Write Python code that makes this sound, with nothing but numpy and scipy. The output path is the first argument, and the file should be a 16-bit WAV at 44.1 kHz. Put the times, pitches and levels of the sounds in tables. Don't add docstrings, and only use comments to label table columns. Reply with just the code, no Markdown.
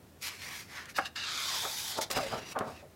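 import sys
import numpy as np
from scipy import signal
from scipy.fft import rfft, irfft, next_fast_len
from scipy.io import wavfile
from scipy.ndimage import uniform_filter1d, map_coordinates

SR = 44100
rng = np.random.default_rng(int(sys.argv[2]) if len(sys.argv) > 2 else 0)


def output_pcm(signal):
    pcm = np.clip(np.atleast_2d(signal).T, -1, 1) * 32767
    wavfile.write(sys.argv[1], SR, np.round(pcm).astype(np.int16))


N = 130095
T = np.arange(N) / SR


def amp(db):
    return 10 ** (np.asarray(db) / 20)


def unit(x):
    return x / np.sqrt(np.mean(x ** 2) + 1e-20)


def gain_at(colour, hz):
    points_hz, points_db = np.transpose(colour)
    return amp(np.interp(np.log(hz + 1), np.log(points_hz), points_db))


def curve(rows, t, column=1):
    rows = np.array(rows)
    return np.interp(t, rows[:, 0], rows[:, column])


def level(rows):
    return amp(curve(rows, T)) * (T >= rows[0][0]) * (T <= rows[-1][0])


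def wander(per_s):
    return map_coordinates(rng.standard_normal(N // 100), [T * per_s])


def coloured(x, gain):
    size = 2 * next_fast_len(N // 2 + SR // 8)
    hz = np.fft.rfftfreq(size, 1 / SR)
    cepstrum = irfft(np.log(np.maximum(gain(hz), 1e-6)))
    cepstrum[1:size // 2] *= 2
    cepstrum[size // 2 + 1:] = 0
    return irfft(rfft(x, size) * np.exp(rfft(cepstrum)), size)[:N]


def slips(per_s, share):
    grains = (rng.random(N) < per_s / SR) * rng.standard_normal(N)
    return np.sqrt(share) * unit(grains) + np.sqrt(1 - share) * rng.standard_normal(N)


# frequency in Hz, relative level in dB.
AIR_COLOUR = [(20, -29), (50, -2.5), (88, 2.5), (130, 3), (180, 0.5), (400, -3.5), (1000, -13.5),
              (3000, -21), (8000, -25), (15500, -26.5)]
# frequency in Hz, level in dB.
ROOM_TONES = [(87, -64.5), (11800, -86)]


def room_tone():
    air = amp(-57) * unit(coloured(rng.standard_normal(N), lambda hz: gain_at(AIR_COLOUR, hz)))
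    tones = np.zeros(N)
    for hz, db in ROOM_TONES:
        drift = 0.027 * np.cumsum(rng.standard_normal(N))
        tones += amp(db) * unit(np.sin(2 * np.pi * hz * T + drift))
    return air + tones


def walls(x, t60_s=0.22, delay_s=0.004):
    t = T[:SR // 2]
    dull_noise = signal.lfilter([1], [1, -0.6], rng.standard_normal(len(t)))
    tail = dull_noise * amp(-60 * t / t60_s) * (t > delay_s)
    return signal.fftconvolve(x, tail / np.linalg.norm(tail))[:N]


# time in seconds, level in dB, pitch in Hz.
SHEET_HUM = [(2.19, -49, 688), (2.208, -35.5, 623), (2.24, -38, 552), (2.285, -48, 545)]


def sheet_hum():
    pitch_hz = curve(SHEET_HUM, T, 2) * (1 + 0.051 * wander(per_s=160))
    rasp = 1 + 0.5 * wander(per_s=220)
    return level(SHEET_HUM) * unit(rasp * np.sin(2 * np.pi * np.cumsum(pitch_hz) / SR))


# start in seconds, level in dB, seconds to fade by 60 dB.
EDGE_TICKS = [(.856, -42.5, .019), (2.012, -37, 0.019), (2.104, -35, .025), (2.1123, -26, 0.031),
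              (2.53, -50, .02), (2.589, -32.5, 0.017)]
# frequency in Hz, relative level in dB.
EDGE_TICK_COLOUR = [(500, -11), (2000, 3.5), (5000, 4), (9000, 0.5), (15500, -11)]


def edge_ticks():
    envelope = sum(amp(db - 60 * np.maximum(T - start, 0) / t60) * (T >= start)
                   for start, db, t60 in EDGE_TICKS)
    crackle = coloured(slips(per_s=4400, share=0.25), lambda hz: gain_at(EDGE_TICK_COLOUR, hz))
    return envelope * unit(crackle)


# frequency in Hz, relative level in dB.
SHEET_COLOUR = [(40, -50), (110, 0), (160, -10.5), (230, -0.5), (330, -6.5), (550, 3), (780, 1),
                (1000, -3.5), (1250, 0.5), (2000, -2), (8000, 14)]
# multiple of the ring pitch, relative level in dB, seconds to fade by 60 dB.
RING_MODES = [(.4, -11, 0.091), (.7, -9, 0.081), (1.001, -0.5, 0.1), (1.52, 0, 0.024)]
# peak time in seconds, level in dB, seconds to rise by 20 dB, seconds to
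# fade by 60 dB, lower and upper band edge in Hz, ring pitch in Hz, relative ring level in dB.
SHEET_BUCKLES = [(.986, -21.5, 0.0071, 0.043, 765, 1750, 824, -22),
                 (.9915, -23.5, 0.0011, 0.036, 920, 1547, 804, -3),
                 (1.652, -35, 0.022, .12, 525, 1180, 1132, -2),
                 (1.988, -32.5, 0.032, 0.1, 251, 1190, 903, 2.5),
                 (2.016, -44, .005, 0.26, 250, 1200, 630, -4), (2.106, -38, .004, .3, 250, 1350, 640, -12),
                 (2.168, -31.5, .015, 0.17, 70, 1180, 696, -11),
                 (2.188, -32.5, .018, 0.13, 121, 1370, 823, 2),
                 (2.333, -30.5, 0.019, 0.2, 130, 1170, 805, -8.5),
                 (2.565, -29.5, 0.016, 0.13, 350, 1380, 672, -4),
                 (2.611, -31, 0.022, 0.19, 60, 1390, 674, -1),
                 (2.682, -39, 0.035, 0.21, 100, 1060, 708, -3),
                 (2.828, -50.5, 0.0067, 0.25, 77, 760, 600, -8)]


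def buckles(edge_order=4.6, sag=0.128, sag_s=0.0398):
    out = np.zeros(N)
    for peak_s, db, rise, t60, low_hz, high_hz, pitch_hz, ring_db in SHEET_BUCKLES:
        def body(hz):
            low_cut = hz ** 2 / np.hypot(hz ** 2, low_hz ** 2)
            high_cut = 1 / np.sqrt(1 + (hz / high_hz) ** (2 * edge_order))
            return gain_at(SHEET_COLOUR, hz) * low_cut * high_cut

        before, after = np.minimum(T - peak_s, 0), np.maximum(T - peak_s, 0)
        swell = amp(20 * before / rise - 60 * after / t60)
        pop = swell * coloured(slips(per_s=3000, share=0.57), body)
        pop *= np.linalg.norm(swell) / np.linalg.norm(pop)
        cycles = pitch_hz * ((1 - sag) * after + sag * sag_s * (1 - np.exp(-after / sag_s)))
        ring = np.zeros(N)
        for multiple, mode_db, mode_t60 in RING_MODES:
            fade = amp(mode_db + rng.normal() - 60 * after / mode_t60)
            ring += fade * np.sin(2 * np.pi * multiple * cycles)
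        out += amp(db) * (pop + amp(ring_db) * ring)
    return out


# time in seconds, lowest resonance in Hz.
HOLLOW_RESONANCE = [(.22, 2360), (.55, 2090), (.8, 1780), (1.17, 1410), (1.4, 1154), (1.65, 925),
                    (2.05, 790)]


def rub(stroke, colour, bands, peak_db, peak_width, below_db, hinge_hz, grain, flutter_db):
    hz, t, spectrum = signal.stft(slips(per_s=5000, share=grain), SR, nperseg=512)
    hz = hz[:, None] + 1
    ratio = hz / curve(HOLLOW_RESONANCE, t)
    hollow_db = peak_db * np.exp(-((ratio - 1) / peak_width) ** 2)
    shelf_db = below_db * (1 - np.tanh((np.log2(ratio) + 0.37) * 7)) / 2
    bands_db = sum(curve(band, t, 2) * np.exp(-((hz - curve(band, t)) / 184) ** 2) for band in bands)
    brightness_db = curve(stroke, t, 2) * np.log2(np.maximum(hz / hinge_hz, 1))
    speckle = uniform_filter1d(rng.standard_normal(spectrum.shape), 3, axis=0)
    patches_db = 2.1 * unit(uniform_filter1d(speckle, 12, axis=1))
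    gain = gain_at(colour, hz) * amp(hollow_db + shelf_db + bands_db + brightness_db + patches_db)
    gain /= np.sqrt(np.mean(gain ** 2, axis=0))
    hiss = signal.istft(spectrum * gain, nperseg=512)[1][:N]
    return unit(hiss) * level(stroke) * amp(flutter_db * wander(per_s=90))


# time in seconds, level in dB, brightness in dB per octave.
PUSH_STROKE = [(.2, -75, 2), (.224, -38.5, 1), (.28, -38, -0.5), (.31, -45, -3), (.384, -51.5, -1),
               (.424, -42.5, -1.5), (.52, -43.5, -1.5), (.606, -44.5, 0), (.676, -61, -0.5),
               (.705, -50.5, -2.5), (.784, -42, -4.5), (.88, -55, -5.5), (.898, -44.5, -0.5), (.93, -60, 1)]
GRIP_STROKE = [(.942, -60, -5), (.966, -34.5, 2.5), (.988, -40, 3.5), (1.004, -53, 2), (1.015, -47, 0),
               (1.046, -50, -6), (1.058, -36, -3.5), (1.08, -47, -4), (1.11, -77, -7)]
SLIDE_STROKE = [(1.148, -77, -5), (1.16, -37.5, -5), (1.22, -39, -10), (1.352, -36.5, -3), (1.58, -33.5, 0),
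                (1.678, -39, 3), (1.91, -37.5, 4.5), (1.97, -41, -5), (1.986, -37.5, 4), (2.006, -54, -3),
                (2.014, -28.5, 4), (2.038, -37, 0.5), (2.055, -50.5, -4), (2.09, -62, 2)]
SWING_STROKE = [(2.101, -41, -1), (2.118, -36.5, 9), (2.146, -39.5, -1.5), (2.164, -32, 2), (2.206, -41, 2),
                (2.31, -41, 0), (2.432, -48, -1.5), (2.53, -44.5, 3.5), (2.546, -68, -8), (2.61, -66, 0),
                (2.68, -54.5, 2), (2.8, -54.5, 0), (2.864, -72, -2)]
# frequency in Hz, relative level in dB.
PUSH_HISS = [(300, -15), (1000, -0.5), (2200, -1), (3400, -5.5), (5600, -3.5), (8600, -11.5), (11700, -11),
             (15500, -17)]
SLIDE_HISS = [(300, -18.5), (1000, -7), (2000, -6.5), (3600, 0), (5800, -2.5), (9200, -13), (12000, -11),
              (13000, -17), (15500, -19.5)]
SWING_HISS = [(300, 2.5), (2200, 2), (3300, -3), (3850, -0.5), (4400, -4.5), (7500, -9.5), (9200, -14),
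              (15500, -21)]
# time in seconds, centre in Hz, lift in dB.
SLIDE_GLIDES = [
    [(1.2, 1750, 12), (1.4, 1400, 3)],
    [(1.22, 2800, 10.4), (1.3, 2400, 3.8), (1.55, 1970, 2.7)],
    [(1.23, 3800, 4.9), (1.3, 3600, 2.1), (1.56, 3600, 8), (1.95, 3660, 4.9)],
    [(1.22, 3200, -9), (1.32, 2760, -7)],
    [(1.32, 4950, 4.7), (1.46, 4850, 0.83)],
]
SWING_GLIDES = [
    [(2.13, 5000, 2), (2.165, 5010, 15), (2.48, 4830, 3.7)],
    [(2.27, 2760, 2.7), (2.32, 3140, 9.1), (2.44, 2790, 13), (2.7, 2630, 3.9)],
    [(2.35, 5400, 0), (2.47, 5770, 10), (2.68, 5440, 5)],
    [(2.14, 11000, 2), (2.22, 10750, 8.4), (2.5, 9700, 3.6)],
]


def page_rubbing():
    push = rub(PUSH_STROKE, PUSH_HISS, [], peak_db=2.5, peak_width=0.18,
               below_db=-6.5, hinge_hz=1490, grain=0.44, flutter_db=0.84)
    grip = rub(GRIP_STROKE, SLIDE_HISS, SLIDE_GLIDES, peak_db=2, peak_width=0.18,
               below_db=3.5, hinge_hz=4070, grain=0.34, flutter_db=0.8)
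    slide = rub(SLIDE_STROKE, SLIDE_HISS, SLIDE_GLIDES, peak_db=10.5, peak_width=0.11,
                below_db=-1.5, hinge_hz=4500, grain=0.37, flutter_db=0.5)
    swing = rub(SWING_STROKE, SWING_HISS, SWING_GLIDES, peak_db=0.5, peak_width=0.2,
                below_db=1.5, hinge_hz=1500, grain=0.35, flutter_db=1.6)
    return push + grip + slide + swing


def scene():
    flexing = buckles() + sheet_hum() + edge_ticks()
    rubbing = page_rubbing()
    reflections = amp(-13.5) * walls(flexing + amp(-4.5) * rubbing)
    return (flexing + rubbing + reflections + room_tone())[None]


def record(dry, low_cut_hz=51, top_hz=15900):
    size = next_fast_len(N + SR // 4)
    hz = np.fft.rfftfreq(size, 1 / SR)
    response = hz ** 2 / np.hypot(hz ** 2, low_cut_hz ** 2) * (hz < top_hz)
    return irfft(rfft(dry, size) * response, size)[:, :N]


dry = scene()
out = record(dry)
output_pcm(out)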